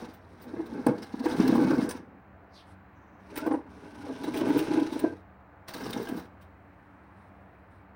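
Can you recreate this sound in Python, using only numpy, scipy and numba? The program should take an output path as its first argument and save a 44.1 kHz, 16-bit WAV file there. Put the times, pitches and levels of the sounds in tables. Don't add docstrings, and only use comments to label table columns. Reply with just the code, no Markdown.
import sys
import numpy as np
from scipy import signal
from scipy.fft import rfft, irfft, next_fast_len
from scipy.io import wavfile
from scipy.ndimage import map_coordinates
from numba import njit

SR = 44100
rng = np.random.default_rng(int(sys.argv[2]) if len(sys.argv) > 2 else 0)


def digitize_waveform(pressure):
    field = np.atleast_2d(pressure).T
    bounded = np.clip(field, -1, 1)
    quanta = np.round(bounded * 32767).astype(np.int16)
    wavfile.write(sys.argv[1], SR, quanta)


N = 350595
T = np.arange(N) / SR

# (frequency [Hz], relative level [dB per Hz])
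TRAFFIC_SPECTRUM = [(25, -45), (45, -20), (70, 3), (150, -8.5), (200, -8), (450, -13), (720, -9),
                    (1700, -16), (2400, -24.5), (3000, -34.5), (3500, -42.5), (4100, -41.5), (6300, -74),
                    (13000, -59), (15500, -42)]
# (frequency [Hz], width [Hz], mean level [dB])
ENGINE_NOTES = [(92, 1.9, -61.5), (191, 3.8, -63.5), (287.3, 17, -65)]
# (middle [s], level [dB], half length [s])
RUSTLES = [(2.7, -67.5, 0.037), (7.1, -87, 0.73), (7.187, -80, .03), (7.25, -80, 0.028),
           (7.754, -80, 0.054)]
# (time [s], level [dB], t60 [s])
TICKS = [(0.867, -32.5, 0.019), (1.891, -41, .04), (1.908, -42, 0.082), (3.357, -48, .04),
         (3.527, -56, 0.11), (4.992, -45, .04)]
# (start [s], level before waver and rise [dB], pitch [Hz], t60 [s])
ROD_NOTES = [(3.385, -34, 1360, 0.067), (3.43, -36, 1470, .1), (3.46, -39, 1550, .1), (4.01, -47, 1440, .2),
             (4.489, -42, 1610, 0.22), (4.718, -43, 1615, .2), (5.046, -43, 1570, 0.23),
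             (5.74, -44, 1590, .08), (5.856, -38, 1210, .06), (6.07, -34, 1610, .08)]
# (start [s], coarse level before the rise [dB],
# finest grains above the coarse [dB], t60 [s])
CRACKS = [(0.132, -56.5, 9, 0.086), (0.413, -52.5, 8, 0.11), (0.6574, -48, -4, 0.071),
          (0.864, -31.5, -3, 0.026), (0.9797, -42, -14, 0.042), (1.0185, -38, -12, 0.1),
          (1.121, -46.5, -33, 0.085), (1.191, -41, -12, 0.066), (1.231, -41, -12, 0.12),
          (1.311, -34, -31, 0.042), (1.398, -32, -24, 0.045), (1.475, -27, -6, 0.035),
          (1.545, -36.5, -4, 0.091), (1.703, -34, -17, 0.029), (1.778, -39, -19, 0.06),
          (1.82, -38, -14, 0.14), (1.889, -31, -4, 0.067), (1.906, -32, -8, 0.052),
          (3.299, -49, -22, 0.066), (3.356, -35, -2, 0.07), (3.3724, -32, 7, 0.047),
          (3.4616, -42, 2, 0.053), (4.1605, -45, -37, 0.036), (4.233, -35, -10, 0.076),
          (4.336, -34, -11, 0.082), (4.362, -33.5, -5, 0.12), (4.407, -35, -21, 0.043),
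          (4.4702, -43, -5, 0.2), (4.531, -43, -15, 0.058), (4.5724, -37.5, 9, 0.092),
          (4.588, -32, -26, .05), (4.796, -36.5, -15, 0.044), (4.9174, -37.5, -10, 0.12),
          (4.991, -34, -1, 0.056), (5.686, -46, -15, 0.099), (5.734, -32, -8, 0.071),
          (5.8346, -35.5, -34, 0.067), (5.864, -35.5, -18, 0.039), (5.9033, -36, 2, 0.036),
          (5.9278, -28.5, -13, 0.052), (5.97, -35.5, -31, .06), (6.0246, -44, 5, 0.047),
          (6.07, -39, -18, 0.031), (6.086, -35, -4, 0.044), (6.1664, -45.5, 1, 0.087),
          (6.408, -56.5, -2, .12)]
# (frequency [Hz], relative level [dB per Hz])
GRIT_SPECTRUM = [(1350, 1.5), (2300, -4.5), (3510, -7), (3840, -4), (4300, -8), (5530, -6), (5940, -8),
                 (7110, -18.5), (9210, -10), (11200, -20), (13300, -27.5), (14200, 1), (15200, 6),
                 (16000, 1)]
# (time [s], frequency [Hz])
SINGING_BAND = [(1.03, 3940), (1.47, 3900), (1.9, 5240), (3.37, 2000), (4.37, 3240), (4.6, 2770),
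                (4.99, 3740), (5.69, 4250), (5.84, 5100), (5.87, 4250), (5.93, 3840), (5.97, 5260),
                (6.09, 3620)]
# (frequency [Hz], width [Hz], level [dB])
SIDE_CHAIR = [(126.5, 31, -10), (167, 25.6, -5.5), (229.3, 36, 0.5), (274, 36.3, -0.5), (320, 39, -4.5),
              (398, 75, -7.5), (485, 48, -6.5), (663, 99, -14), (825, 75, -11), (947, 46, -11.5),
              (1068, 160, -18.5), (1583, 173, -16), (2158, 47, -19), (2620, 60, -26)]
ARMCHAIR = [(115.7, 17, -16.5), (176, 19, -15), (234.4, 30, -10), (288, 38, -2), (310, 31, -9),
            (392, 60, -14.5), (481, 119, -11), (494, 179, -13.5), (663, 58, -12.5), (838, 45, -9.5),
            (985, 62, -12.5), (1467, 48, -19), (1596, 51, -17), (2140, 50, -24), (2720, 340, -33)]
# (time [s], peak of the judder [dB], judder rate [Hz],
# rasp of the upper modes above that peak [dB], length [s])
JOLTS = [(0.02, -48, 264, -13, 0.014), (0.088, -36.5, 264, -13.0, 0.015), (0.541, -26.5, 320.0, -12, 0.016),
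         (0.601, -25, 331, -9.5, 0.044), (0.726, -35, 300, -7, 0.023), (0.788, -30, 270, -6.5, 0.024),
         (0.801, -30.5, 280, -13, 0.019), (0.893, -20.5, 379, -19, 0.0078), (0.906, -29, 293, -17, 0.014),
         (0.918, -19, 289, -18, 0.023), (0.985, -31.5, 317, -13.0, 0.018), (1.143, -23, 260, -11, 0.013),
         (1.208, -24.5, 248, -14, 0.033), (1.243, -30, 307, 3.5, 0.0095), (1.264, -15.5, 324, -5.5, 0.024),
         (1.324, -24.5, 270, -17, 0.02), (1.348, -21.5, 275, -9, 0.014), (1.402, -22, 282, -20, 0.012),
         (1.448, -20.5, 290, -22, 0.012), (1.48, -18.5, 261, -19, 0.038), (1.496, -12.5, 274, -14, 0.015),
         (1.527, -14.5, 251, -12, 0.016), (1.555, -16, 262, -5.5, 0.019), (1.581, -18.5, 273, -5, 0.019),
         (1.594, -18, 308, -27, 0.019), (1.625, -17, 284, -11.5, 0.044), (1.651, -15, 247, -24, 0.01),
         (1.674, -16, 244, -7, 0.014), (1.709, -15.5, 327, -16, 0.02), (1.732, -19, 282, -8, 0.02),
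         (1.747, -20.5, 292, -9, 0.028), (1.789, -17, 258, -17, 0.021), (1.829, -21, 242, -30, 0.017),
         (1.848, -19, 295, -13, 0.016), (1.954, -31, 299, -12.0, 0.014), (2.004, -34.5, 256, -13, 0.011),
         (3.379, -30.5, 294, -4.5, 0.015), (3.432, -36, 300, -6, 0.037), (3.466, -22.5, 323, -2, 0.013),
         (3.477, -18.5, 308, -3, 0.017), (3.517, -19.5, 287, -2, 0.028), (3.544, -19, 302, -4.5, 0.023),
         (3.57, -29.5, 287, -14, 0.028), (4.066, -36.5, 288, 0, 0.022), (4.1, -32.5, 274, -2, 0.035),
         (4.243, -27, 316, -5, 0.013), (4.284, -23.5, 302, -7, 0.029), (4.345, -24, 303, -13, 0.024),
         (4.362, -21, 313, -9, 0.011), (4.416, -16.5, 315, -11, 0.017), (4.434, -18, 318, -14, 0.011),
         (4.47, -22, 314, -1, 0.016), (4.505, -20, 277.5, -11, 0.024), (4.555, -20.5, 308, -24, 0.02),
         (4.62, -19.5, 310, -19, 0.031), (4.684, -21, 295, -22, 0.0082), (4.715, -19.5, 329, -14, 0.017),
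         (4.745, -19, 297, -11, 0.021), (4.782, -17, 327, -35, 0.03), (4.824, -16.5, 299, -34, 0.021),
         (4.853, -21.5, 305, -30, 0.025), (4.926, -24, 302, -25, 0.013), (4.963, -22, 283, -8, 0.022),
         (5.063, -28, 330, -4, 0.013), (5.079, -31, 343, -13, 0.011), (5.129, -32, 313, -8, 0.022),
         (5.75, -37, 270, -1, 0.017), (5.763, -34, 298, -9, 0.013), (5.85, -38, 310, -6, 0.0093),
         (5.866, -32.5, 362, 3.5, 0.013), (5.902, -33, 356, -10.0, 0.0097), (5.967, -22.5, 260, -7, 0.013),
         (6.001, -23.5, 323, -6, 0.0062), (6.03, -32, 312.0, -5, 0.01), (6.098, -27.5, 310, -7, 0.022),
         (6.126, -21, 284, -20, 0.0064), (6.154, -25, 278, -14, 0.0097), (6.174, -29.5, 256, -13, 0.014)]
KNOCKS = [(.8655, -9, 276, -6.5, 0.0125), (5.039, -10.5, 314, -8.5, 0.0175)]
# (time [s], frame rumble [dB], coarse grit [dB])
DRAGS = [
    [(0.0, -38.5, -52.5), (0.24, -68.5, -75), (0.44, -48, -60.5), (0.56, -41.5, -65), (0.86, -44.5, -59.5),
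     (0.88, -22, -49), (0.95, -45, -61.5), (1.16, -51, -61.5), (1.22, -41, -56.5), (1.26, -41.5, -47),
     (1.46, -24, -44.5), (1.65, -25.5, -46), (1.85, -29.5, -50.5), (1.88, -43, -57.5), (1.92, -33.5, -55),
     (1.975, -48, -52.5), (2.03, -56, -85), (2.13, -55, -100), (2.2, -63, -105)],
    [(3.2, -69, -72), (3.33, -47, -62), (3.38, -44, -47.5), (3.45, -39, -51.5), (3.575, -43, -63.5),
     (3.6, -56, -71), (3.66, -52, -82), (3.71, -49.5, -66), (4.23, -41, -53), (4.37, -33.5, -48.5),
     (4.46, -29.5, -51), (4.53, -29.5, -48), (4.6, -30, -42), (4.68, -37.5, -46), (4.82, -29.5, -48.5),
     (4.88, -41, -51), (5.05, -37, -54), (5.1, -37, -60.5), (5.22, -77, -79)],
    [(5.66, -76, -101), (5.684, -72, -40.5), (5.724, -44, -55.5), (5.745, -58, -49), (5.82, -41, -49.5),
     (5.86, -33, -49), (5.94, -41.5, -50.5), (6.05, -39.5, -53.5), (6.2, -42, -52.5), (6.26, -60, -64.5),
     (6.3, -65, -86)],
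]
CHAIRS = [SIDE_CHAIR, ARMCHAIR, SIDE_CHAIR]
FINE_DB = [-14, -14.5, -13]
FINEST_DB = [-15, -20, -8]

TRAFFIC_DB = -54.5
WALL_DB, WALL_T60_S = -16, 0.26
WALL_LOW_HZ, WALL_HIGH_HZ = 300, 2350
TOP_HZ = 15900

TRILL_START_S, TRILL_PUFFS_PER_S, TRILL_PUFFS, TRILL_DB = 2.975, 17.8, 5, -83

SCUFF_TOP_S, SCUFF_DB, SCUFF_HOLD_S = 2.555, -58, 0.053
SCUFF_RISE_DB_PER_S, SCUFF_FALL_DB_PER_S = 520, 327
SCUFF_START_HZ, SCUFF_END_HZ, SCUFF_GLIDE_S = 4760, 3380, 0.057

TICK_HZ, TICK_WIDTH_HZ, TICK_RISE_S = 9080, 2000, 0.0026

GRIT_EDGES_HZ = (7200, 13300)
CRACK_RISE = 0.14
CRACK_FINE_DB, CRACK_FINE_SHARE = -8, 0.37
CRACK_RING_DB = -5.5

UPPER_HZ, RASP_HZ = 600, 420
JOLT_RISE = 1.05
DRIFT = 0.022

LOAD_DB = 1.4
STUTTER_DB = 1.8
DEEP_HZ, HEAVY_DB, DEEP_SLOPE = 200, -35, 0.17
UPPER_DB, UPPER_FROM_GRIT = [-0.5, -2.5, -1.3], 0.6
LOUD_GRIT_DB, FINEST_SLOPE = -55, 1.1


def undb(db):
    return 10 ** (np.asarray(db) / 20)


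def unit(x):
    return x / np.sqrt(np.mean(x ** 2))


@njit
def svf(x, hz, width):
    out, band_state, low_state = np.empty(len(x)), 0., 0.
    for i in range(len(x)):
        g = np.tan(np.pi * hz[i] / SR)
        k = width / hz[i]
        v = (band_state + g * (x[i] - low_state)) / (1 + g * (g + k))
        band_state = 2 * v - band_state
        low_state += 2 * g * v
        out[i] = k * v
    return out


def band(x, hz, width):
    return svf(x, hz * np.ones(len(x)), 1. * width)


def soft(x, hz):
    return signal.lfilter(*signal.butter(2, hz, fs=SR), x)


def split(x, edges_hz):
    size = next_fast_len(len(x))
    spectrum = rfft(x, size)
    zone = np.searchsorted(edges_hz, np.arange(size // 2 + 1) * SR / size)
    return np.array([irfft(spectrum * (zone == k), size)[:len(x)] for k in range(len(edges_hz) + 1)])


def colour(x, points):
    hz, db = np.transpose(points)
    size = next_fast_len(len(x))
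    bins_hz = np.arange(size // 2 + 1) * SR / size
    gain = undb(np.interp(np.log(bins_hz + 1), np.log(hz), db))
    return irfft(rfft(x, size) * gain, size)[:len(x)]


def walk(rate):
    coarse = map_coordinates(rng.standard_normal(1000), [T[::64] * rate], order=3)
    return coarse.repeat(64)[:N]


def clicks(per_s, spread_db):
    happens = rng.random(N) < per_s / SR
    size = undb(spread_db * np.minimum(rng.standard_exponential(N), 4.5))
    return unit(happens * rng.standard_normal(N) * size)


def scrape(per_s, spread_db, sing):
    x = np.array([clicks(per_s, spread_db) for _ in range(3)])
    x = x + .5 * x.sum(axis=0)
    octaves = np.clip(0.24 * walk(45), -1, 1)
    sing_hz = np.interp(T, *np.transpose(SINGING_BAND)) * 2 ** octaves
    x[0] += sing * svf(x[0], sing_hz, 490.0)
    return np.array([unit(split(colour(v, GRIT_SPECTRUM), GRIT_EDGES_HZ)[k]) for k, v in enumerate(x)])


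def ring(x, modes, damping, gains, edge_hz, flex=0.94):
    low, upper = np.zeros((2, len(x)))
    for k, ((hz, width, db), gain) in enumerate(zip(modes, gains)):
        part = low if hz < edge_hz else upper
        bend = flex ** (-1) ** k
        part += gain * undb(db) * band(x, hz * bend, damping * width)
    return low, upper


def distance():
    noise = unit(colour(rng.standard_normal(N), TRAFFIC_SPECTRUM))
    octaves = split(noise, 50 * 2 ** np.arange(8))
    swell = walk(0.65)
    out = sum(part * undb(TRAFFIC_DB + 0.25 * swell + 0.86 * walk(3.18)) for part in octaves)
    for hz, width, db in ENGINE_NOTES:
        out += undb(db + 1.5 * walk(3)) * unit(band(rng.standard_normal(N), hz, width))
    return out


def trill():
    starts = TRILL_START_S + np.arange(TRILL_PUFFS) / TRILL_PUFFS_PER_S
    size = sum(undb(TRILL_DB) * np.exp(-((T - s) / 0.022) ** 2) for s in starts)
    return size * unit(band(band(rng.standard_normal(N), 6000, 1100), 6000, 1500))


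def wall_echo(near):
    t = T[:SR // 2]
    echo = rng.standard_normal(len(t)) * undb(-60 * t / WALL_T60_S) * (t > .008)
    echo = signal.lfilter(*signal.butter(1, [WALL_LOW_HZ, WALL_HIGH_HZ], "band", fs=SR), echo)
    return undb(WALL_DB) * signal.fftconvolve(near, echo / np.linalg.norm(echo))[:N]


def rustles():
    size = sum(undb(db) * np.exp(-((T - s) / length) ** 2) for s, db, length in RUSTLES)
    coarse, fine, _ = scrape(9000, 1.4, 1.6)
    return size * undb(2.1 * walk(71)) * (coarse + 0.44 * fine)


def scuff():
    t = T - SCUFF_TOP_S
    rise = np.minimum(SCUFF_RISE_DB_PER_S * t, 0)
    fall = SCUFF_FALL_DB_PER_S * (SCUFF_HOLD_S - t)
    db = SCUFF_DB + np.minimum(rise, fall)
    hz = np.interp(t + 0.011, [0, SCUFF_GLIDE_S], [SCUFF_START_HZ, SCUFF_END_HZ])
    grains = clicks(17000, 1.7)
    hiss = unit(svf(svf(grains, hz, 2000.0), hz, 2500.0))
    grit = undb(-15.5) * unit(band(grains, 7900, 2500))
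    return (hiss + grit) * undb(db)


def ticks():
    out = np.zeros(N)
    t = T[:SR // 8] - TICK_RISE_S
    for s, db, t60 in TICKS:
        grains = rng.standard_normal(len(t)) * undb(1.6 * rng.standard_exponential(len(t)))
        hiss = unit(band(band(grains, TICK_HZ, TICK_WIDTH_HZ), TICK_HZ, TICK_WIDTH_HZ))
        slope_s = np.where(t < 0, TICK_RISE_S, t60)
        i = int((s - TICK_RISE_S) * SR)
        out[i:i + len(t)] += hiss * undb(db - 60 * np.abs(t) / slope_s)
    return out


def rods():
    out, t = np.zeros(N), T[:SR // 5]
    for s, db, hz, t60 in ROD_NOTES:
        i = int(s * SR)
        size = undb(db - 60 * t / t60) * np.minimum(t / .006, 1)
        out[i:i + len(t)] += size * np.sin(2 * np.pi * hz * t)
    return out * undb(2.8 * walk(60))


def cracks():
    size = np.zeros((3, N))
    for s, db, finest_db, t60 in CRACKS:
        t, i = T[:int(t60 * SR)], int(s * SR)
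        fine_db = CRACK_FINE_DB + CRACK_FINE_SHARE * finest_db
        sizes_db = db + np.array([[0], [fine_db], [finest_db]])
        rise = np.minimum(t / (CRACK_RISE * t60), 1)
        size[:, i:i + len(t)] += undb(sizes_db - 60 * t / t60) * rise
    grains = size * scrape(9000, 1.6, 3.0)
    gains = np.array(SIDE_CHAIR)[:, 0] / 1000
    upper = ring(size[0] * clicks(3000, 2.5), SIDE_CHAIR, 0.93, gains, UPPER_HZ)[1]
    return grains.sum(axis=0) + undb(CRACK_RING_DB) * unit(upper) * np.std(grains[0])


def blows(table, rise, damping, lead, rasp_hz, sharp):
    out, t = np.zeros(N + SR), T[:SR // 11]
    starts = [drag[0][0] for drag in DRAGS]
    for s, db, hz, rasp_db, length in table:
        swell = np.sin(np.pi * np.clip(t / length, 0, 1) ** rise) ** 1.72
        pushes = np.exp(sharp * np.cos(2 * np.pi * hz * t))
        force = swell * (pushes - pushes.mean())
        rasp = swell * soft(rng.standard_normal(len(t)), rasp_hz)
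        modes = CHAIRS[np.searchsorted(starts, s, "right") - 1]
        struck = undb(1.7 * rng.standard_normal(len(modes)))
        flex = 1 + DRIFT * rng.standard_normal()
        judder = sum(ring(force, modes, damping, np.ones(len(modes)), UPPER_HZ))
        upper = ring(rasp, modes, 0.72, struck, RASP_HZ, flex)[1]
        both = judder / np.abs(judder).max() + undb(rasp_db) * upper / np.abs(upper).max()
        i = int((s - lead * length) * SR)
        out[i:i + len(t)] += undb(db) * both
    return out[:N]


def drags():
    out = np.zeros(N)
    slips = soft(clicks(1500, 0.98), 3360)
    grit = scrape(5000, 1.43, 0.84)
    grit *= undb(1.9 * walk(70) + 0.89 * np.array([walk(40) for _ in grit]))
    uneven, stutter = undb(2.54 * walk(40)), undb(STUTTER_DB * walk(55))
    flex = 1 + DRIFT * walk(12)
    load = np.array([(-1) ** k * undb(LOAD_DB * walk(18)) for k in range(len(ARMCHAIR))])
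    for table, modes, ring_db, fine_db, finest_db in zip(DRAGS, CHAIRS, UPPER_DB, FINE_DB, FINEST_DB):
        s, *columns = np.transpose(table)
        at = slice(int(s[0] * SR), int(s[-1] * SR))
        low_db, grit_db = (np.interp(T[at], s, column) for column in columns)
        upper_db = ring_db + low_db + UPPER_FROM_GRIT * (grit_db - low_db)
        finest_grit_db = LOUD_GRIT_DB + finest_db + FINEST_SLOPE * (grit_db - LOUD_GRIT_DB)
        sizes_db = [grit_db, grit_db + fine_db, finest_grit_db]
        weakened = undb(DEEP_SLOPE * np.minimum(low_db - HEAVY_DB, 0))
        deep = np.where(np.array(modes)[:, :1] < DEEP_HZ, weakened, 1)
        gains = load[:len(modes), at] * deep
        low, upper = ring(slips[at], modes, 0.79, gains, UPPER_HZ, flex[at])
        rumble = undb(low_db) * unit(stutter[at] * low)
        out[at] += uneven[at] * (rumble + undb(upper_db) * unit(upper))
        out[at] += (undb(sizes_db) * grit[:, at]).sum(axis=0)
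    return out


def scene():
    near = rustles() + scuff() + ticks() + rods() + cracks()
    near += blows(JOLTS, JOLT_RISE, damping=6.5, lead=0.5, rasp_hz=910, sharp=0.31)
    near += blows(KNOCKS, 0.92, damping=7.2, lead=0.1544, rasp_hz=1030, sharp=1.0)
    near += drags()
    return (distance() + trill() + wall_echo(near) + near)[None]


def record(dry):
    return signal.sosfilt(signal.ellip(10, .2, 80, TOP_HZ, fs=SR, output="sos"), dry)


dry = scene()
out = record(dry)
digitize_waveform(out)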